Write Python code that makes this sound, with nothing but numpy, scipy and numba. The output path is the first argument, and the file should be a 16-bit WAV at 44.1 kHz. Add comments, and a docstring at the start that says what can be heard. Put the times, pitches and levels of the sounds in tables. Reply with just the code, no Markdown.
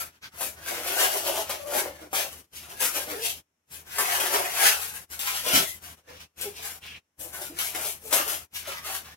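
"""Latex balloons, twisted and rubbed by hand in bursts, two metres from a phone in a small bare room.
Swarms of stick-slip clicks ring the skin and the air inside; folds grip, then snap loose.
Even slipping groans, a dragged finger squeals, the bundle knocks against the palm.
A fan runs behind; the phone's gate ducks the pauses."""
import sys
import numpy as np
from scipy import signal
from scipy.fft import rfft, irfft, next_fast_len
from scipy.io import wavfile
from scipy.ndimage import uniform_filter1d
from numba import njit

SR = 44100
rng = np.random.default_rng(int(sys.argv[2]) if len(sys.argv) > 2 else 0)


def store_wav(level_fs):
    """Save 16-bit WAV to argv[1]."""
    pcm = np.round(np.clip(np.atleast_2d(level_fs), -1, 1) * 32767)
    wavfile.write(sys.argv[1], SR, pcm.T.astype(np.int16))


N = 403956

# folds slipping loose: (time [s], level [dB], relative low-band level [dB])
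FOLD_SNAPS = [(0.227, -45, -19), (0.341, -38, -10), (0.408, -14.5, -6), (1.495, -13.5, -8.5),
              (2.13, -11.5, -4), (2.5539, -23, -26), (2.805, -9.5, -13.5), (2.8239, -10, -17.5),
              (3.717, -29.5, -31), (3.8784, -35, -17), (3.9842, -4, -8.5), (5.1027, -31, -14),
              (5.1928, -12, -21), (5.4487, -23, -17), (5.822, -32, -18), (6.2016, -33, -20),
              (6.3743, -41.5, -9), (6.4126, -11.5, -33), (7.1927, -30.5, -26.5), (7.3313, -23.5, -12),
              (7.5885, -9, -18), (7.7485, -19.5, -3), (7.8486, -17.5, -13), (8.1273, 0, -12.5),
              (8.317, -23, -6), (8.539, -26, -28), (8.6739, -20, -18)]
# skin scrape spectrum: (frequency [Hz], gain [dB])
SCRAPE_SPECTRUM = [(400, -63.5), (1500, -23.5), (2200, -3), (3000, 2), (4200, -3), (6000, -3), (8000, -20)]
# dry crackle spectrum: (frequency [Hz], gain [dB])
CRACKLE_SPECTRUM = [(1500, -56.5), (5000, -16.5), (7000, -2.5), (9000, -1), (12000, 1), (14500, -10),
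                    (16500, -10.5)]


def rubbing():
    """Swarms of slips excite skin and air; the resonances move as the bubbles are squeezed."""
    # lower skin spectrum: (frequency [Hz], gain [dB])
    lower_spectrum = [(200, -54.5), (600, -16), (950, -0.5), (1200, 0), (1600, 3), (2100, -1.5),
                      (3000, -29)]
    envelope, lower_share, boom_share, crackle_share, air_hz = strokes()
    fine = slips(rate_hz=3500, spread_db=3.03, patchy_db=1.56)
    coarse = slips(rate_hz=500, spread_db=3.5, patchy_db=0.63)
    boom = unit(ring(coarse, air_hz, width_hz=320.)
                + 0.39 * ring(coarse, 0.62 * air_hz, width_hz=98.)
                + 0.27 * ring(coarse, 1.3 * air_hz, width_hz=300.))
    # less lower skin: tauter, higher ring
    lower_db = np.clip(20 * np.log10(lower_share), -16, 8)
    taut_hz = (2430 - 30.5 * lower_db) * undb(0.73 * walk(9))
    scrape = unit(shape(fine, SCRAPE_SPECTRUM, undb)) + undb(-13) * ring(fine, taut_hz, width_hz=450.)
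    bubble_hz = 1450 * undb(1.33 * walk(7))  # smaller bubbles, wandering with the grip
    lower = unit(shape(fine, lower_spectrum, undb)) + 0.39 * ring(fine, bubble_hz, width_hz=250.)
    crackle = unit(shape(fine, CRACKLE_SPECTRUM, undb))
    return envelope * (scrape + lower_share * lower + crackle_share * crackle + boom_share * boom)


def strokes():
    """Rubs swell and fade; overlaps add in power, and the loudest dominates the timbre."""
    # hand rubs: (peak time [s], 20 dB swell [s], 20 dB fade [s], level [dB], relative lower skin [dB],
    # relative air boom [dB], relative crackle [dB], air resonance [Hz])
    rubs = [(0.009, 0.15, 0.058, -39, 1.5, -8, 5, 658), (0.151, 0.45, 0.105, -54.5, -0.5, -18.5, -9, 601),
            (0.243, 0.05, 0.046, -43.5, -5.5, -30, -23, 761), (0.347, 0.111, 0.167, -57, 4, -2.5, -5, 669),
            (0.416, 0.045, 0.098, -33, -9, -5, 4.5, 666), (0.567, 0.023, 0.078, -53.5, 1.8, 2, -11, 711),
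            (0.696, 0.085, 0.393, -36, -1.5, -1, -1.5, 568), (0.859, 0.03, 0.62, -39, -4, 6.5, 0, 652),
            (1.027, 0.16, 0.099, -23.5, -3.7, -5.5, 0.2, 659), (1.163, 0.186, 0.15, -33, -8, 0, 1.8, 679),
            (1.267, 0.054, 0.19, -31, -10, -0.5, 0.5, 650), (1.401, 0.25, 0.052, -33, -10.5, 1, 0.0, 679),
            (1.507, 0.066, 0.12, -34.5, -7, -3, -10, 670), (1.762, 0.11, 0.1, -32, -0.4, 4.7, 4.5, 598),
            (1.849, 0.1, 0.14, -46, -2, 5.5, -9, 556), (2.026, 0.226, 0.12, -53.5, -0.1, 6.8, -4, 526),
            (2.168, 0.043, 0.11, -26.5, -7, -5, -1.7, 669), (2.323, 0.03, 0.16, -49.5, -6, -5, 4, 454),
            (2.566, 0.058, 0.117, -42, -14.3, -30, -1.5, 619), (2.705, 0.135, 0.52, -47, -2, -1.5, -1, 658),
            (2.817, 0.028, 0.131, -27, -3, -9.5, 4.5, 536), (2.968, 0.044, 0.1, -31, -7, -0.5, 0.4, 615),
            (3.109, 0.1, 0.14, -42, 2, 5, 0, 496), (3.256, 0.065, 0.096, -26.5, -19.5, -12.5, -0.5, 710),
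            (3.742, 0.078, 0.11, -47, -9, -13, 4.5, 603),
            (3.912, 0.083, 0.484, -45.5, -6.5, -29.5, -4.9, 796),
            (3.993, 0.079, 0.17, -32, -1.4, -6, 1.9, 699), (4.127, 0.2, 0.085, -30, 0.3, -1, -1, 752),
            (4.225, 0.16, 0.31, -31, -0.9, -3, 1, 660), (4.34, 0.066, 0.11, -30.5, 1.2, 6.7, 1.2, 683),
            (4.459, 0.2, 0.088, -33.5, 0.1, 0.5, -1.5, 665), (4.656, 0.15, 0.11, -19.5, -2, -6, -0.3, 730),
            (4.831, 0.145, 0.16, -40, -4.5, -6.5, 4, 804), (4.958, 0.098, 0.089, -44.5, -1, -5, 4.8, 844),
            (5.127, 0.043, 0.09, -41.5, -2, -13, 3, 577), (5.196, 0.031, 0.466, -38.5, -9.5, -8, 0, 788),
            (5.275, 0.033, 0.12, -31, -2, -19.5, -5, 771), (5.351, 0.16, 0.13, -34, -7.5, -10.5, -1.5, 707),
            (5.457, 0.056, 0.103, -30, -7.5, -7.5, -2, 505),
            (5.561, 0.078, 0.082, -17.5, -8.5, -4.5, -2.8, 630),
            (5.685, 0.15, 0.083, -41.5, -17.5, -24, 6.5, 590),
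            (5.857, 0.084, 0.14, -46, -2.5, -12.5, 1.1, 704), (6.105, 0.13, 0.092, -57.5, 3, 9.5, -18, 536),
            (6.233, 0.373, 0.098, -50.5, -7.5, -23, -17, 532),
            (6.433, 0.083, 0.092, -40, -6.5, -4, -0.5, 409),
            (6.577, 0.051, 0.206, -40.5, -12, -10.5, -8, 746),
            (6.651, 0.057, 0.142, -40.5, -2.5, -4.5, 4, 767),
            (6.848, 0.051, 0.19, -47.5, -4, -17, -13.0, 720),
            (7.21, 0.042, 0.13, -48.5, -9.5, 3.5, 12, 587), (7.345, 0.038, 0.155, -49.5, 2, 6, 6, 701),
            (7.429, 0.13, 0.12, -43, -4, -3, 4, 633), (7.518, 0.04, 0.168, -55.5, -4.3, -1.5, -14.4, 339),
            (7.59, 0.038, 0.095, -32, -3.5, -13, 0, 755),
            (7.649, 0.057, 0.177, -40.5, -22.4, -7.5, 4.3, 698), (7.757, 0.039, 0.103, -36, 0, 0, -1, 658),
            (7.859, 0.13, 0.092, -35.5, -12.5, -3, 6.5, 699), (8.084, 0.12, 0.029, -49, -12, -1.5, 8, 403),
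            (8.135, 0.034, 0.062, -25.5, -4.5, -5, 4.5, 595), (8.19, 0.06, 0.117, -34, 0, -2.5, -15, 559),
            (8.302, 0.14, 0.1, -31, -4.5, -8.5, 3.3, 700),
            (8.564, 0.042, 0.069, -33.5, -11.5, -39, -2, 704), (8.684, 0.051, 0.14, -34.5, 0, -10, -9, 612),
            (8.858, 0.03, 0.15, -34, -3, -5, -1.7, 709), (8.951, 0.079, 0.056, -38, -4.5, -6, 4, 758),
            (9.086, 0.165, 0.21, -50.5, -3.5, -7, -11.3, 767)]
    peak_s, swell_s, fade_s, rub_db, lower_db, boom_db, crackle_db, air_hz = np.transpose(rubs)[:, :, None]
    t = np.arange(0, N / SR + 0.01, 0.002)
    from_peak = np.where(t < peak_s, (peak_s - t) / swell_s, (t - peak_s) / fade_s)
    power = undb(2 * rub_db - 40 * from_peak ** 1.166) + 1e-30  # exponent > 1 rounds the peak
    total = power.sum(axis=0)
    shares = [np.sqrt((power * undb(2 * db)).sum(axis=0) / total) for db in (lower_db, boom_db, crackle_db)]
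    mean_air_hz = (power * air_hz).sum(axis=0) / total
    return [np.interp(np.arange(N) / SR, t, curve) for curve in (np.sqrt(total), *shares, mean_air_hz)]


def slips(rate_hz, spread_db, patchy_db):
    """Random stick-slip clicks, many small and few large, in uneven patches."""
    hit = rng.random(N) < rate_hz / SR
    size_db = spread_db * np.minimum(rng.exponential(1, N), 5.5) + patchy_db * walk(60)
    return hit * undb(size_db) * np.sign(rng.standard_normal(N))


def sticking():
    """Gain dip as the rubber grips just before a fold slips loose."""
    dip_db, lead_s = -2, 0.037
    t = np.arange(N) / SR
    return undb(sum(dip_db * (t < at_s) * np.exp(-np.abs(t - at_s) / lead_s) for at_s, *_ in FOLD_SNAPS))


def snaps():
    """A fold lets go: a sharp tick, then a fading shower of slips."""
    tick_s, shower_t60_s = 0.00049, 0.27
    high, low, t = np.zeros(N), np.zeros(N), np.arange(SR // 2) / SR
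    envelope = np.exp(-t / tick_s) + 0.28 * 1000 ** (-t / shower_t60_s)
    for at_s, db, low_db in FOLD_SNAPS:
        i = int(at_s * SR)
        burst = (rng.standard_normal(len(t)) * envelope)[:N - i]
        high[i:i + len(t)] += undb(db) * burst
        low[i:i + len(t)] += undb(db + low_db) * burst
    for hz in (900., 700.):
        low = bandpass(low, np.full(N, hz), width_hz=1400.)
    return 0.58 * (shape(high, SCRAPE_SPECTRUM, undb) + shape(high, CRACKLE_SPECTRUM, undb)) + 3.8 * low


def groans():
    """Even slipping sings: an unsteady gliding tone with a weak octave."""
    # low groans and thin squeaks: (start [s], length [s], first pitch [Hz], last pitch [Hz], level [dB])
    glides = [(1.593, .17, 576, 525, -35.5), (1.768, 0.069, 412, 420, -38), (1.847, 0.052, 526, 570, -36.5),
              (2.009, 0.076, 305, 300, -46), (2.056, 0.047, 388, 377, -50), (3.095, 0.16, 449, 434, -38.5),
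              (5.445, 0.14, 1090, 1050, -39), (5.648, .1, 1920, 2040, -44.5), (6.066, .1, 524, 476, -51.5),
              (6.45, .05, 398, 404, -38.5), (7.494, 0.086, 305, 338, -45.5), (8.042, 0.11, 429, 401, -47.5),
              (8.672, 0.037, 576, 600, -36)]
    edge_s, sag_db = 0.0092, -2.5
    out, waver, throb = np.zeros(N), walk(70), walk(45)
    for start_s, length_s, first_hz, last_hz, db in glides:
        t = np.arange(int(length_s * SR)) / SR
        span = slice(int(start_s * SR), int(start_s * SR) + len(t))
        hz = np.linspace(first_hz, last_hz, len(t)) * (1 + 0.045 * waver[span])
        phase = 2 * np.pi * np.cumsum(hz) / SR
        edge = np.clip(np.minimum(t, length_s - t) / edge_s, 0, 1)
        level = undb(db + sag_db * t / length_s + 1.6 * throb[span])
        out[span] += edge * level * np.sqrt(2) * (np.sin(phase) + 0.2 * np.sin(2 * phase))
    return out


def squeals():
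    """A finger drags over taut skin: dense slips ring one wandering resonance."""
    # finger drags: (start [s], length [s], resonance [Hz], level [dB])
    drags = [(3.21, 0.11, 2800, -40), (6.799, 0.19, 2750, -43)]
    edge_s = 0.025
    out, t = np.zeros(N), np.arange(N) / SR
    rasp = slips(rate_hz=2500, spread_db=2.2, patchy_db=3.6)
    grip = undb(0.5 * walk(25))
    for start_s, length_s, hz, db in drags:
        edge = np.clip(np.minimum(t - start_s, start_s + length_s - t) / edge_s, 0, 1)
        out += undb(db) * edge * ring(rasp, hz * grip, width_hz=1200.)
    return out


def knocks():
    """Soft blows against the palm ring the bundle's hollow modes."""
    # blows: (time [s], level [dB])
    blows = [(5.535, -22.5), (5.549, -20), (5.58, -29)]
    # low modes of the bundle: (frequency [Hz], level [dB])
    hollow_modes = [(135, -5), (180, -1.5), (245, 0)]
    attack_s, t60_s = 0.002, 0.11
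    out, t = np.zeros(N), np.arange(SR // 2) / SR
    body = sum(undb(db) * np.sin(2 * np.pi * hz * t) for hz, db in hollow_modes)
    body *= (1 - np.exp(-t / attack_s)) * 1000 ** (-t / t60_s)
    for at_s, db in blows:
        i = int(at_s * SR)
        out[i:i + len(t)] += undb(db) * body
    return out


def room(x):
    """Direct path plus dense reflections; both change as the hands move the balloons."""
    t60_s, predelay_s, build_s, wet = 0.15, 0.002, 0.0016, undb(2)
    t, hop = np.arange(SR // 2) / SR, SR // 14
    decay = 1000 ** (-t / t60_s) * np.clip((t - predelay_s) / build_s, 0, 1)
    decay /= np.sqrt(np.sum(decay ** 2))
    window = np.sin(np.pi * np.arange(2 * hop) / (2 * hop))
    x = np.pad(x, (hop, 2 * hop))
    direct, reflected = np.zeros((2, N + SR)), np.zeros((2, N + 2 * SR))
    for i in range(0, N + hop, hop):
        piece = window * x[i:i + 2 * hop]
        lag = rng.integers(0, 24)  # right channel, samples
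        direct[0, i:i + 2 * hop] += window * piece
        direct[1, i + lag:i + lag + 2 * hop] += window * piece
        echo = signal.fftconvolve(piece[None], decay * rng.standard_normal((2, len(t))), axes=1)
        reflected[:, i:i + echo.shape[1]] += echo
    return (direct[:, hop:hop + N] + wet * diffuse(*reflected[:, hop:hop + N])) / np.sqrt(1 + wet ** 2)


def fan():
    """Air noise and a wavering motor hum."""
    # air noise spectrum: (frequency [Hz], relative density [dB])
    air_spectrum = [(15, -48), (25, -14), (76, 1.5), (489, -7.5), (2480, -12.5), (4740, -22.5),
                    (5430, -11.5), (8140, -19.5), (11600, -22.5), (16000, -33.5)]
    air = diffuse(*(unit(shape(rng.standard_normal(N), air_spectrum, undb)) for _ in range(2)))
    motor_time_s = np.cumsum(1 + 0.018 * walk(9)) / SR
    hum = sum(undb(db + 0.68 * walk(15)) * np.sqrt(2) * np.sin(2 * np.pi * hz * motor_time_s)
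              for hz, db in ((77, -59.5), (154, -68)))
    return undb(-54.5) * air + hum


def diffuse(a, b):
    """Stereo from two unrelated signals: alike in the bass, unlike in the treble."""
    # room field: (frequency [Hz], left-right coherence [0..1])
    coherence = [(60, 1), (130, 0.94), (290, 1), (640, 0.24), (1410, 0.03), (3100, 0.074), (6820, 0.01),
                 (15000, 0.02)]
    mid = shape(a, coherence, lambda c: np.sqrt((1 + c) / 2))
    side = shape(b, coherence, lambda c: np.sqrt((1 - c) / 2))
    return np.array([mid + side, mid - side])


def ring(x, hz, width_hz):
    """Moving resonance, applied twice for steep flanks; unit RMS."""
    return unit(bandpass(bandpass(x, hz, width_hz), hz, width_hz))


@njit
def bandpass(x, hz, width_hz):
    """State-variable filter, unity gain at its moving centre."""
    y, band_state, low_state = np.empty(len(x)), 0., 0.
    for i in range(len(x)):
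        g, damping = np.tan(np.pi * hz[i] / SR), width_hz / hz[i]
        band = (band_state + g * (x[i] - low_state)) / (1 + g * (g + damping))
        band_state = 2 * band - band_state
        low_state += 2 * g * band
        y[i] = damping * band
    return y


def shape(x, table, gain):
    """Weights each frequency by gain(table value), interpolated in log frequency."""
    hz, value = np.transpose(table)
    size = next_fast_len(len(x))
    log_hz = np.log(np.maximum(np.fft.rfftfreq(size, 1 / SR), 1))
    return irfft(rfft(x, size) * gain(np.interp(log_hz, np.log(hz), value)), size)[:len(x)]


def walk(rate_hz):
    """Random steps, smoothed twice; spread near 1."""
    hold = int(SR / rate_hz)
    steps = np.repeat(rng.standard_normal(N // hold + 1), hold)
    return 1.56 * uniform_filter1d(uniform_filter1d(steps, hold), hold)[:N]


def undb(db):
    return 10 ** (np.asarray(db) / 20)


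def unit(x):
    return x / np.sqrt(np.mean(x ** 2))


def scene():
    """Balloons in the room over the fan; part of the groans bypasses the room."""
    tones = groans()
    balloons = sticking() * rubbing() + squeals() + snaps() + knocks() + undb(-4) * tones
    return undb(1) * room(balloons) + undb(-4.5) * tones + fan()


def record(dry):
    """Phone: brighter left port, gate (deeper in the bass), soft clipping, top cut."""
    # microphone port imbalance: (frequency [Hz], left minus right [dB])
    ports = [(60, 5.5), (110, -3), (200, 0), (380, 0), (700, 1.5), (1290, 1), (2380, 0.5), (4400, -0.5),
             (8120, 4), (15000, 14.5)]
    crossover_hz, top_hz = 200, 15800
    threshold_db, detect_s, smooth_s = -47.5, 0.0088, 0.02
    x = np.array([shape(dry[0], ports, lambda db: undb(db / 2)),
                  shape(dry[1], ports, lambda db: undb(-db / 2))])
    bass = signal.sosfiltfilt(signal.butter(2, crossover_hz, fs=SR, output="sos"), x)
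    upper = x - bass
    level_db = 10 * np.log10(uniform_filter1d(np.mean(upper ** 2, axis=0), int(detect_s * SR)) + 1e-12)
    duck_db = np.clip(3.9 * (level_db - threshold_db), -24, 0)
    duck_db = uniform_filter1d(duck_db, int(smooth_s * SR))
    x = upper * undb(duck_db) + bass * undb(1.3 * duck_db)
    x = np.tanh(1.027 * x) / 1.17
    return signal.sosfilt(signal.ellip(12, 0.2, 90, top_hz, fs=SR, output="sos"), x)


dry = scene()
out = record(dry)
store_wav(out)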